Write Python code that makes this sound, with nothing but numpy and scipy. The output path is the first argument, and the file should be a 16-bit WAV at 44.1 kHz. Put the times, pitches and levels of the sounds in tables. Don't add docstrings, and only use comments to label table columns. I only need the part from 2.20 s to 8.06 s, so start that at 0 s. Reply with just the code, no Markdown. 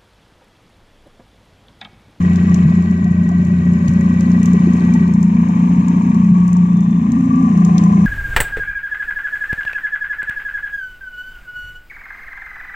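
import sys
import numpy as np
from scipy import signal
from scipy.fft import rfft, irfft
from scipy.io import wavfile
from scipy.ndimage import uniform_filter1d, minimum_filter1d, map_coordinates

SR = 44100
rng = np.random.default_rng(int(sys.argv[2]) if len(sys.argv) > 2 else 0)


def inscribe(sig):
    pcm = np.round(np.clip(np.atleast_2d(sig).T, -1, 1) * 32767)
    wavfile.write(sys.argv[1], SR, pcm.astype(np.int16))


N = 258426
TIME, BINS = np.arange(N) / SR, np.fft.rfftfreq(N, 1 / SR)

# time in seconds, crank turns per second.
CRANK_SPEED = [(0.0, 29.54), (0.25, 29.59), (1.75, 29.4), (2.0, 29.78), (2.25, 29.58), (2.75, 29.52),
               (3.0, 28.94), (3.75, 29.65), (4.0, 29.71), (4.5, 29.51), (4.75, 28.92), (5.0, 28.99),
               (5.25, 28.67), (5.86, 28.58)]
# time in seconds, level in dB.
FIRING_LEVEL = [(0, -20), (.8, -24), (2.6, -26), (3.7, -35.5), (4.7, -38), (5.86, -30)]
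HUM_LEVEL = [(0, -12.5), (.33, -10), (.8, -16.5), (1.3, -12.5), (1.8, -16), (2.2, -12), (3.85, -15.5),
             (4.22, -12), (4.85, -19), (5.5, -13.5), (5.86, -16.5)]
# order, level in dB.
BEATING_ORDERS = [(7, -23), (8, -32.5), (9, -43)]
# order, level in dB, dB gained per dB of the direct path.
WEAK_ORDERS = [(1, -50, 0.1), (2, -48, 0), (4, -34, 0), (5, -32, 0.5), (12, -42.5, .5), (13, -42, 0.5)]
# time in seconds, centre in Hz, level in dB.
BOOM_BAND = [(0, 195, -42.5), (1.1, 223.6, -41), (1.95, 224.2, -21), (2.6, 228, -21.5), (3.05, 210, -15),
             (3.5, 250.6, -27.5), (3.88, 241, -18), (4.03, 205.4, -14.5), (4.25, 174, -28),
             (4.65, 202, -21), (4.9, 249, -18), (5.22, 254.7, -15.5), (5.4, 194, -15), (5.86, 194.3, -16)]
# time in seconds, gain in dB.
DIRECT_PATH = [(0, -0.6), (1.8, 0), (2.85, -0.5), (3.25, -13), (5.86, -20.5)]
# time in seconds, gain in dB.
PROPELLER_SURGE = [(0, 1.8), (.4, 1.45), (.9, -3.5), (2.65, 2.6), (3.03, -1.8), (3.35, 1), (3.75, 0.86),
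                   (4.65, -3), (5.15, 0.5), (5.65, 4), (5.86, 2.6)]
KNOCK_ORDERS = [(.5, .2), (1, 0.36), (2, 0.13), (3, 0.38), (4, 0.13), (5, 0.31), (7, 0.099)]
# factor on the whine's pitch, relative level in dB.
MESH_PARTIALS = [(.8, -6.5), (0.999, 2), (1.2, -11)]
# pitch in Hz, width in Hz, relative level in dB.
STEADY_MODES = [(1028, 45, -4), (1135, 76, -0.5)]
# time of the peak in seconds,
# half-width of the swell in seconds, level in dB, pitch in Hz, glide in Hz per second, width in Hz.
SWELLING_MODES = [(1.9, .95, -44, 561, -48.5, 66), (3.0, 1, -50, 2353, 6, 100.3),
                  (3.6, .6, -36.5, 925, 12, 129.7), (4.049, 0.32, -39, 1107, 90.5, 70.4),
                  (4.65, 0.21, -57, 3480, 0, 280), (5.3, .45, -51.5, 1854, 15.5, 27.9),
                  (5.2, .12, -33.5, 1147, -30, 50), (5.55, 0.23, -42, 749, -40, 70.3),
                  (5.65, .17, -38, 1025, -250, 49.7)]
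# frequency in Hz, relative level in dB.
WASH_SPECTRUM = [(200, -13.5), (280, 3), (340, -3.5), (410, -6.5), (480, -14), (560, -13), (680, -17.5),
                 (800, -24)]
HULL_SPECTRUM = [(600, -18), (780, -6), (860, -8.5), (960, -7), (1030, 1.5), (1090, -8.5), (1170, -2.5),
                 (1230, -8), (1350, -27)]
GEAR_SPECTRUM = [(1150, -17), (1300, -1), (1420, -3), (1540, -5.5), (1660, 4), (1830, 1.5), (2100, 0.5),
                 (2350, 0), (2700, -4.5), (3200, -10), (4200, -17), (4800, -23)]
HISS_SPECTRUM = [(4800, -12), (6100, -2), (7200, -1.5), (8000, -9), (9000, -15), (10500, -19.5),
                 (12000, -43.5)]
RUMBLE_SPECTRUM = [(15, -32), (45, -29.5), (62, -16.5), (80, -2), (120, -3.5), (160, 10), (215, 11.5),
                   (255, -4), (290, -9), (350, -22)]
SNAP_SPECTRUM = [(2500, -9), (4800, -8), (6200, 4), (7300, 3.5), (8500, -12.5), (10300, -13),
                 (12300, -22.5), (14200, -18.5), (15000, -33)]
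# start in seconds, peak in dB, pitch in Hz, seconds to fall 60 dB.
CLOSE_BUBBLES = [(.451, 3.5, 162.9, .09), (.86, -30, 716, 0.11), (.907, -8.5, 160, .09),
                 (1.085, -31.5, 806, 0.11), (1.112, -28.5, 694, 0.099), (1.684, -5.5, 148.4, 0.043),
                 (2.339, -15.5, 388, 0.059), (2.469, -11, 331, 0.045), (2.75, -23, 883, 0.075),
                 (3.29, -28.5, 713, 0.042), (3.579, -12, 160, 0.054), (4.114, 0, 170, 0.066),
                 (4.365, -23.5, 932, 0.068)]
# start in seconds, relative peak in dB, lower-treble boost in dB.
NEAR_SNAPS = [(0.1585, -29, 14.5), (0.344, -25, 3), (1.6815, -27, 5), (1.81, -35.5, -4), (2.008, -30.5, 5),
              (2.117, -36, 7), (2.2306, -27.5, 3), (2.2577, -27, -3), (2.3325, -32.5, -2), (2.5336, -36, 2),
              (2.7385, -30, -4), (2.938, -35.5, -12), (3.029, -33, -12), (3.6828, -33, 2), (3.9454, -40, 6),
              (4.2788, -34.5, -7), (4.3302, -32, -5), (4.368, -35, -1), (4.9192, -33.5, -1),
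              (5.376, -35.5, 3), (5.449, -25.5, 6), (5.5809, -21.5, 17), (5.638, -30.5, -3)]
# frequency in Hz, left over right in dB,
# phase lead of the left in radians, coherence.
MIC_PORTS = [(252, 0.87, 0, 1), (462, -3.5, 0.46, 1), (630, -6, 1, 0.85), (865, 5, 2.5, 0.72),
             (1215, 9, 3.5, 1), (1600, 1.5, 5.5, 0.22), (1870, 5, 4.5, 0.64), (2620, -3, 5.5, .92),
             (3370, 1, 4.5, 0.85), (4500, 17.5, 7, 0.17), (5640, 15, 7, 0.18), (7800, -9.5, 12, 0.1)]

# base level in dB, dB per dB of surge, drift in dB per second.
WASH_LEVEL, HISS_LEVEL, SINGING_LEVEL = (-33.5, 1.4, -0.15), (-53.5, 1, -.05), (-61.5, 1.3, -.15)
HULL_LEVEL, MODE_LEVEL, GEAR_LEVEL = (-37.5, 0.81, .5), (-46.5, 0.98, 0.31), (-40.5, 1.05, -0.76)


def shaft_drone(angle, boom_width_hz=18.3, lag_rad=0.49):
    out = np.zeros(N, complex)
    strong = [(3, curve(FIRING_LEVEL)), (6, curve(HUM_LEVEL))] + BEATING_ORDERS
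    for k, (order, db) in enumerate(strong):
        if k < len(strong) - 2:
            shake = 1 + .11 * waver(rate_hz=11)
        else:
            delay = np.exp(-1j * lag_rad * (k - 1) * (k - 2))
            shake = (1 + .49 * waver(rate_hz=13)) * delay
        offset_hz = order * curve(CRANK_SPEED) - curve(BOOM_BAND)
        boom = amp(curve(BOOM_BAND, column=2)) * bell(offset_hz, boom_width_hz)
        out += (amp(db) + boom) * np.exp(1j * order * angle) * shake
    for order, db, share in WEAK_ORDERS:
        tone = np.exp(1j * (order * angle + 2 * np.pi * rng.random()))
        out += amp(db + share * curve(DIRECT_PATH)) * tone * (1 + .6 * waver(rate_hz=5.5))
    return np.sqrt(2) * out.real


def machinery(angle):
    knocking = rattle(angle, repeat=0.49, depth=0.88)
    meshing = rattle(angle, repeat=0.5, depth=0.55)
    fizzing = rattle(angle, repeat=0.2, depth=0.34)
    churning = rattle(angle, repeat=0.42, depth=0.62)
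    return wash(churning) + hull(knocking) + gears(meshing) + cavitation(fizzing) + valve_ticks(angle)


def rattle(angle, repeat, depth):
    size = int(4 * np.pi * N / angle[-1])
    place = angle / (4 * np.pi) * size
    cycle = np.array([map_coordinates(rng.standard_normal(size), [place], mode="grid-wrap")
                      for _ in range(2)])
    noise = np.sqrt(repeat) * cycle + np.sqrt(1 - repeat) * rng.standard_normal((2, N))
    knocks = sum(weight * np.cos(order * angle + 2 * np.pi * rng.random())
                 for order, weight in KNOCK_ORDERS)
    return noise * np.exp(depth * knocks)


def wash(churning):
    return surging(WASH_LEVEL) * colour(churning, WASH_SPECTRUM)


def hull(knocking):
    modes = surging(MODE_LEVEL) * sum(amp(db) * ring(knocking, hz, width) for hz, width, db in STEADY_MODES)
    for peak_s, swell_s, db, hz, glide, width in SWELLING_MODES:
        t = TIME - peak_s
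        modes += amp(db) * bell(t, swell_s) * ring(knocking, hz + glide * t, width)
    return surging(HULL_LEVEL) * colour(knocking, HULL_SPECTRUM) + modes


def gears(meshing, whine_order=65.15, whine_db=-43):
    clatter = surging(GEAR_LEVEL) * colour(through_plates(meshing), GEAR_SPECTRUM)
    whine_hz = whine_order * curve(CRANK_SPEED)
    whine = sum(amp(db) * ring(meshing, factor * whine_hz, width_hz=95) for factor, db in MESH_PARTIALS)
    return clatter + amp(whine_db + curve(DIRECT_PATH)) * whine


def cavitation(fizzing, singing_hz=6910, fall_hz_per_s=150):
    hiss = surging(HISS_LEVEL) * colour(through_plates(fizzing), HISS_SPECTRUM)
    singing = ring(fizzing, singing_hz - fall_hz_per_s * TIME, width_hz=380)
    return hiss + surging(SINGING_LEVEL) * singing


def valve_ticks(angle, base_db=-57.5, sharpness=7, uneven_db=4):
    phase = 4 * angle
    valve = (phase / (2 * np.pi) + .5).astype(int) % 8
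    strength = amp(uneven_db * rng.standard_normal(8))[valve]
    gate = strength * np.exp(sharpness * (np.cos(phase) - 1))
    ticks = through_plates(gate * rng.standard_normal((2, N)))
    level_db = base_db + curve(PROPELLER_SURGE) + .6 * curve(DIRECT_PATH)
    return amp(level_db) * colour(ticks, [(3000, -9), (4400, 4), (4750, -7.5), (5200, 2.5), (5800, -10.5)])


def through_plates(x, depth_db=2.5, spacing_hz=70):
    knots = np.arange(0, SR / 2, spacing_hz)
    ripple = np.clip(rng.standard_normal(len(knots)), -2, 2)
    return irfft(rfft(x) * amp(depth_db * np.interp(BINS, knots, ripple)), N)


def bubbles(swell_cycles=1.1, rise=0.39):
    out, t = np.zeros(N), TIME[:SR // 4]
    for start, db, hz, t60 in CLOSE_BUBBLES:
        shape = (1 - np.exp(-(t * hz / swell_cycles) ** 2)) * amp(-60 * t / t60)
        tone = np.sin(2 * np.pi * hz * (t + rise * t ** 2))
        add(out, start, amp(db) * shape / shape.max() * tone)
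    return out


def shrimp(near_db=7, far_db=-41.5, spread_db=4.0, far_per_s=14):
    out = np.zeros((2, N))
    for start, db, body_db in NEAR_SNAPS:
        add(out, start, amp(db + near_db) * snap(body_db))
    for when, chance in rng.random((int(far_per_s * N / SR), 2)):
        db = far_db + spread_db * min(-np.log(chance), 2)
        add(out, when * N / SR, amp(db) * snap())
    return out


def snap(body_db=0, body_hz=3500, body_width_hz=1500, t60=0.017, tail_db=-23, tail_t60=0.39):
    t = TIME[:SR // 10]
    spectrum = [(hz, db + body_db * bell(hz - body_hz, body_width_hz)) for hz, db in SNAP_SPECTRUM]
    decay = amp(-60 * t / t60) + amp(tail_db - 60 * t / tail_t60)
    crack = colour(rng.standard_normal((2, len(t))), spectrum) * decay
    return crack / abs(crack).max()


def rumble(db=-19.5):
    return amp(db) * colour(rng.standard_normal((2, N)), RUMBLE_SPECTRUM)


def housing(pair):
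    balance_db, lead, coherence = (response(MIC_PORTS, BINS, column) for column in (1, 2, 3))
    shared, separate = rfft(pair)
    left = shared * amp(balance_db)
    right = (coherence * shared + np.sqrt(1 - coherence ** 2) * separate) * np.exp(-1j * lead)
    return irfft(np.array([left, right]) * np.sqrt(2 / (1 + amp(balance_db) ** 2)), N)


def surging(level):
    db, share, drift = level
    return amp(db + share * curve(PROPELLER_SURGE) + drift * TIME)


def ring(drive, hz, width_hz):
    turn = np.exp(2j * np.pi * np.cumsum(hz * np.ones(N)) / SR)
    pole = np.exp(-np.pi * width_hz / SR)
    slow = signal.lfilter([1], [1, -2 * pole, pole * pole], drive * turn.conj())
    return unit_power((slow * turn).real)


def colour(x, spectrum):
    hz = np.fft.rfftfreq(x.shape[-1], 1 / SR) + 1
    rolloff = (1 + (hz / spectrum[-1][0] / 1.2) ** 12) * (1 + (spectrum[0][0] / hz / 1.2) ** 12)
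    return unit_power(irfft(rfft(x) * amp(response(spectrum, hz)) / rolloff, x.shape[-1]))


def waver(rate_hz):
    t = TIME[::100]
    noise = rng.standard_normal(len(t)) + 1j * rng.standard_normal(len(t))
    lowpass = bell(np.fft.fftfreq(len(t), t[1]), rate_hz)
    return np.interp(TIME, t, unit_power(np.fft.ifft(np.fft.fft(noise) * lowpass)))


def curve(rows, column=1):
    rows = np.asarray(rows)
    return np.interp(TIME, rows[:, 0], rows[:, column])


def response(rows, hz, column=1):
    rows = np.asarray(rows)
    return np.interp(np.log(hz + 1), np.log(rows[:, 0] + 1), rows[:, column])


def add(mix, start_s, sound):
    part = mix[..., max(round(start_s * SR), 0):][..., :sound.shape[-1]]
    part += sound[..., :part.shape[-1]]


def bell(offset, width):
    return np.exp(-.5 * (offset / width) ** 2)


def amp(db):
    return 10 ** (np.asarray(db) / 20)


def unit_power(x):
    return x / np.sqrt(np.mean(abs(x) ** 2) + 1e-20)


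def scene():
    angle = 2 * np.pi * np.cumsum(curve(CRANK_SPEED)) / SR
    water = shaft_drone(angle) + bubbles() + rumble() + machinery(angle) + shrimp()
    return housing(water * signal.windows.tukey(N, .002))


def record(dry, ceiling=0.87, cutoff_hz=15700):
    allowed = np.minimum(1, ceiling / (abs(dry).max(0) + 1e-9))
    gain = uniform_filter1d(minimum_filter1d(allowed, size=900), size=900)
    lowpass = signal.firwin(511, cutoff_hz, window=("kaiser", 9), fs=SR)
    return signal.oaconvolve(dry * gain, lowpass[None], "same")


dry = scene()
out = record(dry)
inscribe(out)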